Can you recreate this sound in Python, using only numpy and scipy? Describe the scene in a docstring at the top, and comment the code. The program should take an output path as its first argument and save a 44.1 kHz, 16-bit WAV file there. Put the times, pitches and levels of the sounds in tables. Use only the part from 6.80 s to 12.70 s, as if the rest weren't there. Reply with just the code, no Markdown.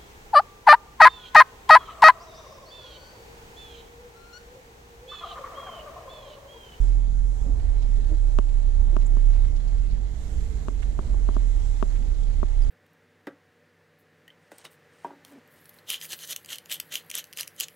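"""Car in a rainstorm, windows closed

Inside a slowly rolling car: the engine, sines locked to its firing rate, booms as that rate rises and falls.
Noise rumbles for wind and wet road; noise and tiny impacts make the rain hiss on the glass to the right.
Heavy drops knock a damped shell close to the left microphone port; the trim bumps and squeaks faintly.
Smaller layers are splashes, tread hum, brief low swells near 66 Hz, and a thin whistle of air."""
import sys
import numpy as np
from scipy import signal
from scipy.fft import rfft, irfft, next_fast_len
from scipy.io import wavfile
from scipy.ndimage import uniform_filter1d, map_coordinates

SR = 44100
rng = np.random.default_rng(int(sys.argv[2]) if len(sys.argv) > 2 else 0)


def output_pcm(signal):
    """Save a mono or channel-first signal as 16-bit PCM at the path in sys.argv[1].

    Samples are clipped to [-1, 1] before scaling.
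    """
    pcm = np.clip(np.atleast_2d(signal).T, -1, 1) * 32767
    wavfile.write(sys.argv[1], SR, np.round(pcm).astype(np.int16))


N = 260190
TOP_HZ = 14500  # the recorder's upper band limit

# Engine speed. Each row: time in seconds, firing rate in Hz.
FIRING_RATE = [(0.08, 39.28), (0.73, 41.93), (0.91, 39.75), (1.08, 36.47), (1.29, 35.04), (1.5, 35.27),
               (1.891, 33.51), (2.678, 33.51), (2.85, 36.82), (3.12, 40.18), (3.33, 47.0), (3.53, 50.14),
               (3.858, 43.25), (4.249, 42.58), (4.541, 40.24), (4.81, 36.3), (5.34, 35.93), (5.801, 33.46)]


def amp(db):
    """Decibels to gain."""
    return 10 ** (np.asarray(db) / 20)


def unit(x):
    """Scale to rms 1."""
    return x / np.sqrt(np.mean(x ** 2) + 1e-20)


def along(points, hz):
    """(Hz, value) points read on a log frequency axis."""
    f, v = np.transpose(points)
    return np.interp(np.log(hz + 1), np.log(f + 1), v)


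def curves(rows):
    """One value per sample for each column after the time."""
    s, *cols = np.transpose(rows)
    return [np.interp(np.arange(N) / SR, s, c) for c in cols]


def wobble(rate):
    """A smooth random curve, rate knots a second."""
    knots = rng.standard_normal(int(N * rate / SR) + 4)
    return map_coordinates(knots, [np.arange(N) * rate / SR])


def filtered(x, response):
    """x times a complex response of frequency."""
    m = next_fast_len(N + SR // 2)
    spectrum = rfft(x, m) * response(np.fft.rfftfreq(m, 1 / SR))
    return irfft(spectrum, m)[..., :N]


def ports(balance_db):
    """Left and right gains whose mean is 1, from left minus right in dB."""
    left = amp(np.atleast_1d(balance_db))
    return 2 * np.array([left, np.ones_like(left)]) / (1 + left)


def swell(s, length):
    """A bell-shaped envelope around time s."""
    return np.exp(-.5 * np.minimum(((np.arange(N) / SR - s) / length) ** 2, 100))


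def noise_band(noise, centre_hz, width_hz):
    """Noise held to a narrow band and scaled to rms 1."""
    return unit(filtered(noise, lambda hz: 1 / (1 + ((hz - centre_hz) / width_hz * 2) ** 4)))


def patchy(patchy_db):
    """Two unrelated noises sharing patches of random gain in time and frequency."""
    z = signal.stft(rng.standard_normal((2, N)), nperseg=512)[2]
    field = uniform_filter1d(rng.standard_normal(z.shape[1:]), size=6, axis=0)
    field = uniform_filter1d(field, size=14, axis=1)
    patched = z * amp(patchy_db * unit(field))
    return unit(signal.istft(patched, nperseg=512)[1][:, :N])


def droplets(rate, spread_db):
    """Two streams of tiny impacts of random size and sign, rate a second."""
    hit = rng.random((2, N)) < rate / SR
    size = amp(spread_db * np.minimum(rng.standard_normal((2, N)), 2))
    return unit(hit * size * np.sign(rng.standard_normal((2, N))))


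def in_cabin(pair, spectrum):
    """Colour two noises and spread them over the ports; their middle has rms 1."""
    # Likeness of the two ports. Each row: frequency in Hz, correlation from -1 to 1.
    likeness = [(30, .98), (70, .98), (130, .8), (290, .72), (630, .55), (1370, -.25), (3000, 0)]
    # Port balance. Each row: frequency in Hz, left minus right in dB.
    balance = [(25, -5.5), (70, -6), (130, -6.5), (200, -4.5), (370, -3.5), (680, -7), (1300, -13),
               (2300, -5.5), (4200, -11), (5200, -8.5), (7300, -16.5), (10000, -8), (14000, -12)]
    # The left port turns the bass ahead. Each row: frequency in Hz, phase lead in radians.
    bass_lead = [(70, 0.47), (160, 0.21)]

    def mid_side(hz):
        turn = np.arccos(np.clip(along(likeness, hz), -1, 1)) / 2
        return amp(along(spectrum, hz)) * [np.cos(turn), np.sin(turn)]

    def port_response(hz):
        return ports(along(balance, hz)) * np.exp(1j * np.outer([1, 0], along(bass_lead, hz)))

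    mid, side = filtered(pair, mid_side)
    both = filtered(np.array([mid + side, mid - side]), port_response)
    return both / np.std(both.mean(axis=0))


def wind(rumble_db=-31, roar_db=-46, rush_db=-57.5, gust_db=1.5):
    """Wind and wet road shake the body and rush past the windows; levels waver around their settings."""
    # Spectra of body shake, wet road and wind at the windows.
    # Each row: frequency in Hz, relative density in dB per Hz.
    rumble_spectrum = [(3, -39), (8, -11), (17, 1.5), (24, 9), (31, -3.5), (52, 1.5), (66, 2.5), (78, -4.5),
                       (100, -13.5), (130, -35), (250, -82)]
    roar_spectrum = [(60, -13), (100, -2.5), (135, 0), (185, -6.5), (250, -9), (300, -10), (370, -13.5),
                     (460, -16), (560, -21.5), (1200, -64)]
    rush_spectrum = [(250, -16), (480, 0.5), (600, -0.5), (790, 1), (1000, -6.5), (1450, -14.5),
                     (2200, -17), (5000, -58)]
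    # Road noise, then wind at the windows. Each row: time in seconds, level change in dB.
    road_level = [(0.0, 2.5), (0.3, -5), (0.7, -0.5), (1.25, 1.5), (1.8, -1), (2.2, 0), (2.65, -1),
                  (3.0, 0), (3.45, -0.5), (3.8, 0), (4.3, 3), (4.7, -2.5), (5.3, -2), (5.9, -1)]
    gusts = [(0.0, 1.5), (0.45, -2.5), (0.68, 3), (1.1, 0), (1.8, 0), (2.5, 1), (3.05, -2), (3.9, -0.5),
             (4.4, 1), (5.35, -1), (5.9, 1)]
    road = curves(road_level)[0] + gust_db * wobble(9)
    shake = 1.2 * wobble(11)
    # the body shake follows half of the road's level changes
    rumble = amp(rumble_db + .5 * road + shake) * in_cabin(rng.standard_normal((2, N)), rumble_spectrum)
    roar = amp(roar_db + road) * in_cabin(rng.standard_normal((2, N)), roar_spectrum)
    flutter = .9 * wobble(14)
    rush_gain = amp(rush_db + curves(gusts)[0] + flutter)
    rush = rush_gain * in_cabin(rng.standard_normal((2, N)), rush_spectrum)
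    return rumble + roar + rush


def whistle(centre_hz=2063, width_hz=110, level_db=-70, start_s=2.41, rise_s=.2):
    """Air starts to sing faintly at a window seal: a narrow noise band that comes in and stays."""
    band = noise_band(rng.standard_normal((2, N)), centre_hz, width_hz)
    rise = np.clip((np.arange(N) / SR - start_s) / rise_s, 0, 1)
    return amp(level_db) * rise * band * ports(-6.0)


def pace(lag_s=0.28, cruise_hz=41.1):
    """Road speed as firing rate above cruise, in Hz: the car trails the engine."""
    s, firing = np.transpose(FIRING_RATE)
    return np.interp(np.arange(N) / SR - lag_s, s, firing) - cruise_hz


def tyres(cruise_db=-62.5, db_per_hz=0.95, drone_db=4):
    """The treads hum in a narrow band over a low drone, louder as the car gathers speed."""
    hum = noise_band(rng.standard_normal(N), centre_hz=442, width_hz=36) * ports(0.5)
    drone = noise_band(rng.standard_normal(N), centre_hz=132, width_hz=30) * ports(-6.0)
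    # drone_db is relative to the hum
    return amp(cruise_db + db_per_hz * pace()) * (hum + amp(drone_db) * drone)


def low_swells(swell_hz=66, lead=0.55):
    """The low rumble swells briefly near 66 Hz: sines under bells; the left port leads, in radians."""
    # Low swells. Each row: centre in seconds, level in dB ahead of the port balance,
    # bell length in seconds.
    swell_rows = [(.88, -29, .04), (2.0, -26, .08), (3.58, -24, .025), (4.34, -27, .025),
                  (5.32, -25.5, .03), (5.62, -30, .06)]
    t = np.arange(N) / SR
    out = np.zeros((2, N))
    for s, db, length in swell_rows:
        start = rng.uniform(0, 2 * np.pi)
        tone = np.sin(2 * np.pi * swell_hz * (t - s) + start + np.array([[lead], [0]]))
        out += amp(db) * swell(s, length) * tone
    return out * ports(-9.0)


def trim(thud_db=-9, octave_db=-6):
    """Panels flex with dull, noisy bumps, and rub with tiny gliding squeaks."""
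    # Soft bumps. Each row: centre in seconds, tone level in dB ahead of the port balance,
    # bell length in seconds, pitch in Hz.
    trim_bumps = [(.663, -47, .007, 540), (.693, -39, .015, 275), (1.195, -46, .012, 420),
                  (1.326, -37, .017, 310), (1.32, -50, .015, 620), (2.136, -38.5, .007, 355),
                  (2.56, -53, .01, 720)]
    # One list per squeak. Each row: time in seconds, pitch in Hz, level in dB ahead of the port balance.
    squeak_tracks = [
        [(2.256, 6970, -66), (2.264, 7100, -48), (2.268, 7250, -45.5), (2.271, 8410, -53), (2.274, 11610, -57)],
        [(5.811, 5600, -66), (5.821, 5020, -55), (5.829, 4720, -55.5), (5.836, 4820, -56), (5.844, 4920, -64)],
    ]
    # Phase roughness of each squeak in radians.
    roughness = [.7, .3]
    bumps, squeaks, t = np.zeros(N), np.zeros(N), np.arange(N) / SR
    for s, db, length, hz in trim_bumps:
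        band = signal.butter(4, [hz / 1.6, 1.8 * hz], "bandpass", fs=SR, output="sos")
        thud = amp(thud_db) * unit(signal.sosfilt(band, rng.standard_normal(N)))
        bumps += amp(db) * swell(s, length) * (np.sin(2 * np.pi * hz * t) + thud)
    for track, rough in zip(squeak_tracks, roughness):
        pitch, level = curves(track)
        phase = 2 * np.pi * np.cumsum(pitch) / SR + rough * wobble(1100)
        # only low squeaks keep an overtone
        octave = amp(octave_db) * np.sin(2 * phase) / (1 + (pitch / 5500) ** 8)
        sounding = (t > track[0][0]) * (t < track[-1][0])
        squeaks += amp(level) * sounding * (np.sin(phase) + octave)
    return bumps * ports(-3.8) + squeaks * ports(-20)


def rain(patter_db=1.5, spray_db=-0.08, grain=0.82, spray_grain=0.28):
    """Dense droplets patter on the glass over a fine spray: patchy noise mixed with tiny impacts."""
    # How hard the rain falls. 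Each row: time in seconds, level in dB before patter_db is added.
    patter_levels = [(0.0, -61.5), (0.4, -66.5), (0.7, -64.5), (1.0, -62), (1.4, -64.5), (1.8, -63),
                     (2.08, -65), (2.3, -62.5), (2.55, -61.5), (2.75, -63.5), (3.3, -62.5), (4.3, -62.5),
                     (4.95, -61), (5.3, -61.5), (5.9, -62)]
    # Sheets of spray blown over the glass. Each row: time in seconds, level in dB before spray_db is added.
    spray_levels = [(0.05, -60.5), (0.22, -66.5), (0.45, -62.5), (0.65, -62.5), (0.87, -65.5), (1.5, -63),
                    (2.0, -65.5), (2.35, -64), (2.5, -63), (2.75, -65), (3.27, -66.5), (3.42, -61),
                    (3.55, -60.5), (3.8, -63), (4.4, -63), (4.88, -60.5), (5.25, -63), (5.5, -64.5),
                    (5.85, -63.5)]
    # Spectra of patter and spray. Each row: frequency in Hz, relative density in dB per Hz.
    patter_spectrum = [(500, -72), (1000, -1), (1700, 4), (2100, 2.5), (2500, 0), (3300, 0), (4100, 0),
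                       (4900, -6), (6500, -11.5), (9000, -34), (14000, -53)]
    spray_spectrum = [(2500, -36), (4500, -11), (5600, -4), (6500, -0.5), (7500, 0), (8600, -7.5),
                      (10000, -8.5), (12000, -12.5), (13300, -19.5), (14500, -50)]
    flurry = amp(1.5 * wobble(18))
    impacts = flurry * droplets(rate=900, spread_db=4.0)
    patter = in_cabin(patchy(patchy_db=2.5) + grain * impacts, patter_spectrum)
    spray = in_cabin(patchy(patchy_db=1.56) + spray_grain * impacts, spray_spectrum)
    patter_gain = amp(curves(patter_levels)[0] + patter_db)
    spray_gain = amp(curves(spray_levels)[0] + spray_db)
    return patter_gain * patter + spray_gain * spray


def splashes(wash=0.45):
    """Blown water slaps the glass in short bursts of droplets and noise."""
    # Splashes. Each row: centre in seconds, level in dB ahead of the treble loss and port balance,
    # band centre in Hz, bell length in seconds.
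    slaps = [(0.09, -62, 4600, 0.0089), (.132, -65, 3200, 0.011), (.80, -58, 1700, .006),
             (1.027, -56.5, 3800, 0.0073), (1.177, -58, 7000, .003), (1.30, -60, 2200, .008),
             (1.693, -59, 2990, .005), (2.22, -57, 2708, 0.0081), (2.562, -58.5, 1700, .025),
             (2.652, -54.5, 1200, .007), (2.768, -55.5, 4010, 0.0063), (2.883, -57, 4300, .006),
             (2.991, -60, 3448, .006), (3.117, -60, 3300, .012), (4.029, -49.5, 1600, 0.0048),
             (4.035, -52.5, 2394, 0.0053), (4.03, -56, 5500, .008), (4.545, -53.5, 4180, .004),
             (4.86, -61, 5200, .03), (5.162, -55, 2002, 0.0098), (5.435, -52.5, 4494, .004)]
    out = np.zeros((2, N))
    water = unit(droplets(rate=2800, spread_db=5) + wash * rng.standard_normal((2, N)))
    for s, db, centre_hz, length in slaps:
        edges = [centre_hz / 1.7, min(centre_hz * 1.7, TOP_HZ)]
        band = signal.butter(2, edges, "bandpass", fs=SR, output="sos")
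        out += amp(db) * swell(s, length) * unit(signal.sosfilt(band, water))
    return filtered(out, lambda hz: 1 / (1 + (hz / 10000) ** 6)) * ports(-16.5)


def heavy_drops(right_db=-25, thump_hz=300, hard_hz=1700, hard_crack=.09, crack_power=9):
    """Each drop gives a soft push and a faint crack to a well damped shell by the left port."""
    # Drops. Each row: time in seconds, peak at the left port in dB, contact brightness in Hz,
    # extra thump in dB.
    drop_hits = [(.663, -27, 430, 5), (1.5878, -8.2, 1780, -1), (2.1665, -12.7, 1700, 0),
                 (2.370, -23, 1250, 9), (3.8844, -14.6, 1690, 2), (4.1914, -15.1, 1580, 4),
                 (4.344, -27, 1050, -14), (4.4896, -15.6, 1520, 4), (4.5667, -15.2, 1470, 5),
                 (5.0269, -8.1, 1640, 1), (5.6306, -13.1, 1430, .5)]
    # Modes of the shell. Each row: frequency in Hz, width in Hz, relative level in dB;
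    # frequency and level vary a little from drop to drop.
    shell_modes = [(243, 29, 3), (358, 34, 1.2), (612, 62, -8.2), (920, 130, -15.5), (1100, 190, -12.2),
                   (2800, 670, -14), (5500, 900, -25)]
    out = np.zeros(N)
    hz = np.fft.rfftfreq(4096, 1 / SR)
    t = np.arange(-2048, 2048) / SR
    damping = np.exp(-(t / .009) ** 4)  # the ring is gone within two or three swings
    for s, db, soft_hz, thump_db in drop_hits:
        # brighter contacts crack far more
        crack = hard_crack * (soft_hz / hard_hz) ** crack_power
        shell = np.zeros(len(hz), complex)
        for centre, width, level in shell_modes:
            detune, relevel = rng.standard_normal(2)
            c = centre * (1 + .015 * detune)
            resonance = 1j * hz * width / (c * c - hz * hz + 1j * hz * width)
            shell += amp(level + .6 * relevel) * resonance
        contact = 1 / (1 + (hz / soft_hz) ** 6) + crack / (1 + (hz / 10000) ** 4)
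        thump = amp(thump_db / (1 + (hz / thump_hz) ** 6))
        knock = damping * np.fft.fftshift(irfft(-shell * contact * thump))
        first = round(s * SR) - len(t) // 2
        out[first:][:len(t)] += amp(db) * knock / np.abs(knock).max()
    return out * amp([[0], [right_db]])


def engine(cabin_hz=64.3, cabin_width_hz=2.9, second_db=-36, lead=0.88, flutter_db=1.15, blur=.14):
    """The firings boom in the cabin; their overtones come up under load. Lead and blur are in radians."""
    # Boom of the firing rate. Each row: time in seconds, level in dB around which it flutters.
    boom_level = [(0.03, -18.5), (0.17, -19), (0.28, -22), (0.42, -21), (0.53, -23), (0.75, -23.5),
                  (0.95, -21), (1.2, -20.5), (1.38, -22.3), (1.52, -20), (1.72, -21), (2.0, -18.5),
                  (2.2, -19), (2.48, -16.5), (2.75, -22), (3.05, -22), (3.25, -27), (3.45, -34.5),
                  (3.58, -27.5), (3.75, -33), (3.98, -27.5), (4.15, -26), (4.26, -31.5), (4.33, -23.5),
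                  (4.45, -21), (5.15, -23), (5.65, -22), (5.83, -20.5)]
    # Engine load, which lifts the overtones. Each row: time in seconds, lift in dB.
    throttle = [(0.05, 4), (0.3, 4), (0.7, 2.5), (0.9, -4), (2.7, -6.5), (2.95, 0), (3.12, 8), (3.3, -1),
                (3.55, 2), (3.8, -6)]
    # Overtones. Each row: multiple of the firing rate, level in dB before the load lifts it.
    overtone_levels = [(2, -52), (3, -57), (4, -54), (5, -66), (6, -66)]
    firing = curves(FIRING_RATE)[0]
    phase = 2 * np.pi * np.cumsum(firing) / SR
    # the left port loses bass, which also turns its phase ahead
    bass_ports = ports(-10.5)
    tone = np.sin(np.array([phase + lead, phase]) + 0.065 * wobble(6.6)) * bass_ports
    boom_gain = amp(curves(boom_level)[0] + flutter_db * wobble(22))
    boom = boom_gain * tone / np.std(tone.mean(axis=0))
    # the octave swells as it nears the air resonance of the cabin
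    octave = unit(np.sin(np.array([2 * phase + lead, 2 * phase])))
    resonance = 1 / np.hypot(1, (2 * firing - cabin_hz) / cabin_width_hz)
    second = amp(second_db + 1.9 * wobble(3.4)) * octave * resonance
    overtones = np.zeros(N)
    for k, db in overtone_levels:
        overtone = unit(np.sin(round(k) * phase + blur * wobble(12)))
        overtones += amp(db + 1.35 * wobble(7)) * overtone
    return boom + second * bass_ports + amp(curves(throttle)[0]) * overtones * ports(-7.5)


def scene():
    """Everything heard in the cabin, from the background to the engine."""
    background = wind() + whistle() + tyres() + low_swells() + trim()
    water = rain() + splashes() + heavy_drops()
    return background + water + engine()


def record(dry, fade_s=.005):
    """The recorder keeps nothing above its band limit; the sound fades in and out briefly."""
    t = np.arange(N) / SR
    fade = np.sin(np.pi / 2 * np.minimum(np.minimum(t, t[-1] - t) / fade_s, 1))
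    return filtered(dry * fade, lambda hz: hz < TOP_HZ)


dry = scene()
out = record(dry)
output_pcm(out)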